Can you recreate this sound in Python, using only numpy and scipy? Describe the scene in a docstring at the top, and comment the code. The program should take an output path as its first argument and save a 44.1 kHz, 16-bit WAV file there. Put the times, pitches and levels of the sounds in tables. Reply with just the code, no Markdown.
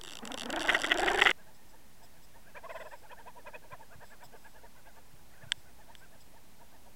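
"""Towed underwater camera housing

Heard from inside, on a taut line behind a fishing lure. Shed eddies make the line hum and shudder ever
harder while ratchet ticks run down it and the rig chatters; all this cuts off abruptly. Then the line sings
faintly with each swing of the rig, over hiss, a thin whine, scrapes and bumps. A sharp knock hits the case."""
import sys
import numpy as np
from scipy import signal
from scipy.fft import rfft, irfft, next_fast_len
from scipy.io import wavfile

SR = 44100
rng = np.random.default_rng(int(sys.argv[2]) if len(sys.argv) > 2 else 0)


def pcm_store(signal):
    """Save signal as 16-bit PCM."""
    levels = np.round(np.clip(np.atleast_2d(signal), -1, 1) * 32767)
    wavfile.write(sys.argv[1], SR, levels.astype(np.int16).T)


N = 306495
TIME = np.arange(N) / SR
STOP_S = 1.3165  # abrupt cut: hum, ticks and chatter break off


def amp(db):
    """dB to gain."""
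    return 10 ** (np.asarray(db) / 20)


def unit(x):
    """Scale to rms 1."""
    return x / np.sqrt(np.mean(x ** 2) + 1e-20)


def add(mix, start_s, sound):
    """Mix a sound in at start_s."""
    start = round(start_s * SR)
    sound = sound[max(-start, 0):]
    part = mix[max(start, 0):][:len(sound)]
    part += sound[:len(part)]


def colour_db(colour, hz):
    """Level at hz of a spectrum of (f/Hz, level/dB) points."""
    points_hz, db = np.transpose(colour)
    return np.interp(np.log(hz + 1), np.log(points_hz), db)


def tint(x, colour):
    """Zero-phase filter with the given spectrum."""
    size = next_fast_len(len(x))
    gain = amp(colour_db(colour, np.fft.rfftfreq(size, 1 / SR)))
    return irfft(rfft(x, size) * gain, size)[:len(x)]


def ringing(colour, size):
    """Minimum-phase impulse response of a body with the given spectrum."""
    gain = amp(colour_db(colour, np.fft.rfftfreq(size, 1 / SR)))
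    cepstrum = irfft(np.log(gain))
    cepstrum[1:size // 2] *= 2
    cepstrum[size // 2 + 1:] = 0
    return irfft(np.exp(rfft(cepstrum)))


def wander(t, rate_hz):
    """Random curve of rms 1, up to about rate_hz."""
    steps = rng.standard_normal(4096)
    return unit(np.interp(2 * rate_hz * t, np.arange(len(steps)), steps))


def water_wash(level_db):
    """Steady rush and hiss of the water."""
    # noise spectrum: f/Hz, relative level/dB
    colour = [(12, -43), (20, -16), (33, -6.5), (45, -15), (65, -15), (120, -18.5), (240, -19.5),
              (330, -24), (480, -26.5), (900, -24.5), (1200, -31), (1900, -31), (3400, -34), (15500, -37.5)]
    return amp(level_db) * unit(tint(rng.standard_normal(N), colour))


def line_whine(hz, width_hz):
    """Thin fading tone of the line; amplitude and phase waver."""
    # envelope: t/s, level/dB
    fade = [(0, -71), (1.3, -75), (1.9, -78), (2.3, -82), (6.95, -102)]
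    level_db = np.interp(TIME, *np.transpose(fade), right=-120)
    offset_hz = np.fft.fftfreq(N, 1 / SR)
    waver = np.fft.ifft(np.exp(2j * np.pi * rng.random(N)) / (1 + (offset_hz / width_hz) ** 2))
    return amp(level_db) * unit((waver * np.exp(2j * np.pi * hz * TIME)).real)


def line_scrapes():
    """Faint patches of bright friction noise."""
    # scrapes: centre t/s, level/dB, length/s
    patches = [(1.557, -66, 0.033), (1.703, -67, 0.035), (2.046, -62.5, 0.047), (2.24, -63.5, 0.045),
               (2.851, -69, 0.47), (4.079, -66.5, 0.11), (4.251, -58, 0.04), (4.445, -71.5, 0.23),
               (5.581, -69.5, 0.094), (5.995, -66.5, 0.045), (6.215, -62, 0.032)]
    # friction spectrum: f/Hz, relative level/dB
    colour = [(2000, -46), (3500, 9), (4300, -7), (5200, 13.5), (6500, -25), (7800, 13.5), (8800, -13),
              (14000, -1.5)]
    out = np.zeros(N)
    for s, db, length_s in patches:
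        size = int(length_s * SR)
        friction = unit(tint(rng.standard_normal(size), colour))
        add(out, s - length_s / 2, amp(db) * signal.windows.tukey(size) * friction)
    return out


def water_bumps(hz, decay_s):
    """Soft low pushes of the water, two or three cycles each."""
    # bumps: t/s, level/dB
    pushes = [(3.727, -45), (3.955, -47.5), (3.986, -50), (4.26, -52), (5.137, -50), (5.434, -43.5),
              (5.466, -44), (5.574, -52.5)]
    out, t = np.zeros(N), np.arange(4096) / SR
    bump = t / decay_s * np.exp(1 - t / decay_s) * np.sin(2 * np.pi * hz * t)
    for s, db in pushes:
        add(out, s, amp(db) * bump)
    return out


def eddy_tones(curves, tones, colour, hard_db, jitter, drift, flicker_db, roughness, stagger_s):
    """Eddies drive tones that glide with the flow; turbulence grows as the level nears hard_db."""
    out, sounding = np.zeros(N), curves[0] > -90
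    t = TIME[sounding]
    level_db, hz, lift_db = (curve[sounding] for curve in curves)
    effort_db = np.clip(level_db - hard_db, -12, 3)
    song, power = 0, 0
    # each stretch of line meets its own eddies, so the tones swell and stray separately
    for ratio, db, growth in tones:
        treble_db = lift_db * np.clip(np.log2(ratio), 0, 1)
        tone_db = db + growth * effort_db + treble_db + flicker_db * wander(t, 20)
        strength = amp(tone_db + colour_db(colour, ratio * hz))
        stray = 1 + jitter * wander(t, 120) + drift * wander(t, 20)
        grain = 1 + .35 * wander(t, 90)
        local_s = t + stagger_s * wander(t, 6)  # a swing arrives early or late
        local_db, local_hz = np.interp(local_s, t, level_db), np.interp(local_s, t, hz)
        phase = 2 * np.pi * np.cumsum(ratio * local_hz * stray) / SR
        song += strength * grain * amp(local_db - level_db) * np.cos(phase)
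        power += strength ** 2 / 2
    turbulence = roughness * amp(effort_db / 2) * unit(tint(rng.standard_normal(N), colour))[sounding]
    out[sounding] = amp(level_db) * (song / np.sqrt(power) + turbulence)
    return out


def rig_swings(faint_gap_s, faint_db):
    """Clear swings, with faint ones in the pauses: (t/s, level/dB, treble lift/dB)."""
    # clear swings: t/s, level/dB, treble lift/dB
    clear = [(1.49, -60, -2.5), (1.745, -60, -6), (2.03, -61, -6), (2.37, -57.5, -10), (2.482, -57, 3.5),
             (2.572, -44, 2), (2.65, -45.5, -11), (2.708, -41.5, -5), (2.765, -42, -4), (2.816, -42.5, -8),
             (2.864, -47, -6.5), (2.935, -46.5, -1), (3.049, -55, 0), (3.122, -47, -3), (3.197, -51, -3.5),
             (3.282, -47.5, -5.5), (3.384, -52, -8), (3.479, -45, -2), (3.553, -45, -3.5), (3.648, -56, -3),
             (3.729, -46.5, -4), (3.815, -52.5, -4), (3.93, -53.5, 3), (4.028, -50, -2.5), (4.13, -55, 4),
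             (4.229, -52, -2.5), (4.349, -53, -1.5), (4.463, -54.5, 4), (4.568, -55.5, 1.5),
             (4.649, -53.5, -6), (4.779, -61.5, 8), (4.877, -55.5, 2), (4.979, -56, -2), (5.343, -59, 13.5),
             (5.39, -65, 9), (5.438, -54.5, 3.5), (5.49, -62.5, 9), (5.679, -61.5, 10),
             (5.806, -59.5, -3.5), (5.905, -55.5, -7.5), (6.037, -58, 9.5), (6.142, -60, -6),
             (6.363, -59.5, -8), (6.622, -58, -5.5), (6.747, -59.5, -6.5), (6.871, -59, -8.5)]
    clear_s = np.array([row[0] for row in clear])
    late, size, lift = rng.standard_normal((64, 3)).T
    faint_s = STOP_S + faint_gap_s * (np.arange(len(late)) + .5 + .15 * late)
    faint = [(s, db, lift_db) for s, db, lift_db in zip(faint_s, faint_db + 1.8 * size, 5 * lift)
             if abs(clear_s - s).min() > .7 * faint_gap_s and s < TIME[-1]]
    return clear + faint


def swing_flow(swings, width_s, bend, stretch):
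    """Flow rises and falls with each swing. Curves of level/dB, pitch/Hz, treble lift/dB."""
    tow_hz, firm_rise_hz, firm_db, lift_hz_per_db = 773, 202.6, -46, -6
    power, weight, pitch, lift = np.full((4, N), 1e-14)
    top_db = max(row[1] for row in swings)
    t = np.arange(-6000, 6000) / SR
    for s, db, lift_db in swings:
        # harder swing: faster flow, higher and shorter whistle
        peak_hz = tow_hz + firm_rise_hz * amp(db - firm_db) ** .58 + lift_hz_per_db * lift_db
        sigma_s = width_s * amp(stretch * (top_db - db))
        swell = np.exp(-(t / sigma_s) ** 2 / 2)
        add(power, s + t[0], (amp(db) * swell) ** 2)
        add(weight, s + t[0], swell ** 2)
        add(pitch, s + t[0], swell ** 2 * peak_hz * (1 - bend * (1 - swell)))
        add(lift, s + t[0], swell ** 2 * lift_db)
    return 10 * np.log10(power), pitch / weight, lift / weight


def line_whistles():
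    """At towing speed the line gives one small arched whistle per swing."""
    # eddy tones: pitch ratio, relative level/dB, growth/(dB per dB of effort)
    tones = [(.29, -8.5, -0.99), (.51, -8, 0.19), (.62, 0, 0.72), (.79, -9, -0.61), (1.021, -0.5, -0.073),
             (1.37, -6.5, 0.33), (1.68, -7.5, 0.66), (1.97, -3.5, 0.0057), (2.52, -5.5, 0.76),
             (2.929, -10.5, 0.45), (3.3, -10.5, 0.29)]
    # housing response: f/Hz, gain/dB
    housing = [(200, -22.5), (370, -18.5), (480, 3.5), (560, -5), (650, 2.5), (800, -10), (960, 5),
               (1150, -4), (1330, -6.5), (1480, 2), (1640, 6), (1850, -4.5), (2020, 3), (2250, -12.5),
               (2480, 3), (2850, -11), (3200, -5), (3550, -5.5), (3900, -15), (9000, -27)]
    swings = rig_swings(faint_gap_s=.115, faint_db=-66)
    curves = swing_flow(swings, width_s=.0122, bend=.22, stretch=.17)
    return eddy_tones(curves, tones, housing, hard_db=-46, jitter=.015, drift=.022,
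                      flicker_db=3.5, roughness=.28, stagger_s=.00401)


def case_knocks(rise_s, strike_db, rebound_s, rebound_db):
    """The struck case rings, quickly damped by the water; a weak rebound follows."""
    # one sharp knock, one faint: t/s, relative level/dB
    strikes = [(5.5197, -14.5), (5.9517, -39.5)]
    # case modes: f/Hz, relative level/dB, t60/s
    modes = [(960, -31.5, 0.029), (1585, -12.5, 0.0098), (2070, 2.5, 0.0031), (3070, 2.5, 0.0042),
             (3460, -3.5, 0.0069), (4270, -15, 0.0062), (5070, 2.5, 0.0019), (6100, -16, 0.0055),
             (7920, -6, 0.0051)]
    out, t = np.zeros(N), np.arange(2048) / SR
    ring = sum((-1) ** k * amp(db - 60 * t / t60_s) * np.sin(2 * np.pi * hz * t)
               for k, (hz, db, t60_s) in enumerate(modes))
    ring *= 1 - np.exp(-(t / rise_s) ** 2)
    ring /= abs(ring).max()
    for s, db in strikes:
        add(out, s, amp(db + strike_db) * ring)
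        add(out, s + rebound_s, amp(db + rebound_db) * ring)
    return out


def line_hum(shudder_hz, crest_s, throb_db, throb_bend, bend_lag_s):
    """The hard-pulled line hums low and rough; its shudder swings the hum's level and pitch."""
    # hum under pull: t/s, level/dB, pitch/Hz, treble lift/dB
    pull = [(0, -58.5, 400, -10), (.2, -54.5, 210.8, 12), (.235, -42.5, 214.6, -4), (.27, -45, 219.5, -3),
            (.345, -41.5, 270.6, 0), (.39, -52.5, 209.9, 2), (.48, -39.5, 244.8, 1), (.57, -33.5, 335.9, 1),
            (.63, -38.5, 305.6, 3), (.71, -31, 349.7, 7), (.82, -41, 280.8, 10), (.9, -37.5, 315.8, 0),
            (1.02, -30.5, 364.7, 1), (1.17, -30, 390, -4.5), (1.27, -32.5, 381.8, 2.5),
            (1.32, -36.5, 352.5, -15.5)]
    # eddy tones: pitch ratio, relative level/dB, growth/(dB per dB of effort)
    tones = [(1, 1, 0), (1.45, -11, 2), (1.97, 0.5, 0.84), (2.65, -8, -0.05), (3.7, -10, 0),
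             (4.3, -8.5, 0.7), (5.2, -10, 0)]
    # housing response: f/Hz, gain/dB
    housing = [(100, -14), (220, -4), (380, -3), (560, -4), (800, 1), (1050, -2), (1230, -7), (1550, 4.5),
               (1950, -0.5), (2400, -6), (3300, -11.5), (4200, -26), (9000, -39.5)]
    full_pull_db, shudder_db, shudder_growth = -30.5, -42, 1.2
    times_s, *columns = np.transpose(pull)
    pull_db, hz, lift_db = (np.interp(TIME, times_s, column) for column in columns)
    throb = np.cos(2 * np.pi * shudder_hz * (TIME - crest_s))
    late_throb = np.cos(2 * np.pi * shudder_hz * (TIME - crest_s - bend_lag_s))
    curves = pull_db + throb_db * throb, hz * (1 + throb_bend * late_throb), lift_db
    hum = eddy_tones(curves, tones, housing, hard_db=-33, jitter=.02, drift=.015,
                     flicker_db=2.5, roughness=.55, stagger_s=.001)
    shudder = amp(shudder_db + shudder_growth * (pull_db - full_pull_db)) * throb
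    return hum + shudder


def tick_runs(gap_spread, spread_db):
    """Quick runs of ratchet ticks at a roughly even pace. Yields (t/s, level/dB) per tick."""
    # buzzing runs: start/s, length/s, relative level/dB, typical gap/s
    runs = [(0.048, 0.096, -46, 0.0089), (.594, 0.31, -40, .0095), (0.9737, .34, -38, .0125)]
    for start_s, length_s, db, gap_s in runs:
        s = start_s
        for gap, size in rng.standard_normal((64, 2)):
            if s < start_s + length_s:
                yield s, db + spread_db * size
            s += gap_s * np.exp(gap_spread * gap)


def line_ticks(delay_1khz_s, ring_s, ring_db):
    """High bending waves travel faster, so each tick arrives as a falling chirp and rings the housing."""
    # clear ticks: t/s, relative level/dB
    clear = [(0.0123, -44), (0.0357, -43.5), (0.1536, -42.5), (0.1696, -42.5), (0.1878, -43.5),
             (0.2527, -40.5), (.2742, -40), (.318, -38), (0.3417, -37.5), (0.3755, -37.5), (.3843, -41),
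             (.396, -38.5), (0.4085, -36.5), (.418, -38.5), (0.4329, -38), (.4574, -41), (.5031, -36),
             (.527, -37), (0.5609, -35), (.942, -39)]
    # housing response: f/Hz, gain/dB
    housing = [(700, -10), (1600, -7), (2100, -9.5), (2430, -22.5), (2750, 2), (3700, -0.5), (4150, -18),
               (4550, -4.5), (5100, -12.5), (5700, -6.5), (6500, -17), (7800, -5), (8600, -21.5),
               (9400, -14), (11200, -22), (12400, -24), (14000, -34.5)]
    out, t = np.zeros(N), np.arange(1024) / SR
    hz = np.fft.rfftfreq(len(t), 1 / SR)
    delay_s = delay_1khz_s * np.sqrt(1000 / np.maximum(hz, 400))
    dispersion = np.exp(-2j * np.pi * np.cumsum(delay_s) * hz[1])
    response = dispersion * rfft(ringing(housing, len(t)))
    impulse = unit(signal.unit_impulse(len(t)))
    for s, db in clear + list(tick_runs(gap_spread=.22, spread_db=2)):
        ring = unit(rng.standard_normal(len(t)) * np.exp(-t / ring_s))
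        tick = irfft(rfft(impulse + amp(ring_db) * ring) * response)
        add(out, s - delay_s[-1], amp(db) * tick / np.linalg.norm(tick))
    return out


def rig_blows(light_count, within_s, light_db, spread_db):
    """Each hard blow comes amid lighter ones. Yields (t/s, level/dB) per blow."""
    # hard blows: t/s, relative level/dB
    hard = [(.6925, -16.5), (.699, -15.5), (.748, -15.5), (.843, -20), (.903, -25.5), (.919, -13),
            (1.083, -16.5), (1.1936, -18.5), (1.2198, -8.5), (1.2621, -11.5), (1.2702, -13), (1.294, -15.5),
            (1.3118, -17.5)]
    for s, db in hard:
        yield s, db
        for place, size in rng.uniform(-1, 1, (light_count, 2)):
            yield s + within_s * place, db + light_db + spread_db * size


def rig_chatter(ring_s, ring_db):
    """The rig hits the housing: a sharp contact and a few ms of scattered ringing per blow."""
    # blow spectrum: f/Hz, relative level/dB
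    colour = [(150, -31.5), (400, -11.5), (700, -28.5), (1150, -12.5), (1450, -1.5), (1700, -8),
              (1950, 6.5), (2350, -12), (2750, -8), (3400, -10), (4100, -34), (6000, -33.5), (12000, -46.5)]
    out, t = np.zeros(N), np.arange(1024) / SR
    lead, contact_lag = 128, 26  # samples
    contact = unit(tint(signal.unit_impulse(len(t), lead + contact_lag), colour))
    for s, db in rig_blows(light_count=3, within_s=.008, light_db=-7.5, spread_db=.5):
        burst = rng.standard_normal(len(t)) * np.exp(-t / ring_s)
        ring = unit(tint(np.roll(burst, lead), colour))
        blow = rng.choice([-1, 1]) * contact + amp(ring_db) * ring
        add(out, s - lead / SR, amp(db) * blow / np.linalg.norm(blow))
    return out


def scene():
    """Loud hum, ticks and chatter, cut off abruptly, then quiet towing."""
    pull = amp(-2.66) * line_hum(shudder_hz=26.2, crest_s=1.149, throb_db=4,
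                                 throb_bend=.1, bend_lag_s=.0036)
    pull += amp(24) * line_ticks(delay_1khz_s=.003596, ring_s=.001, ring_db=-1.5)
    pull += amp(17) * rig_chatter(ring_s=.0027, ring_db=5)
    tow = amp(.26) * line_whistles()
    tow += case_knocks(rise_s=.00085, strike_db=4, rebound_s=.0037, rebound_db=-17.5)
    tow += water_bumps(hz=120, decay_s=.0039) + line_scrapes()
    background = line_whine(hz=1840, width_hz=33) + water_wash(level_db=-59.5)
    return (pull * (TIME < STOP_S) + tow + background)[None]


def record(dry):
    """Band limit and DC offset of the converter."""
    cutoff_hz, dc_offset = 15950, .0045
    low_pass = signal.firwin(511, cutoff_hz, window=("kaiser", 9), fs=SR)
    return signal.oaconvolve(dry, low_pass[None], "same") + dc_offset


dry = scene()
out = record(dry)
pcm_store(out)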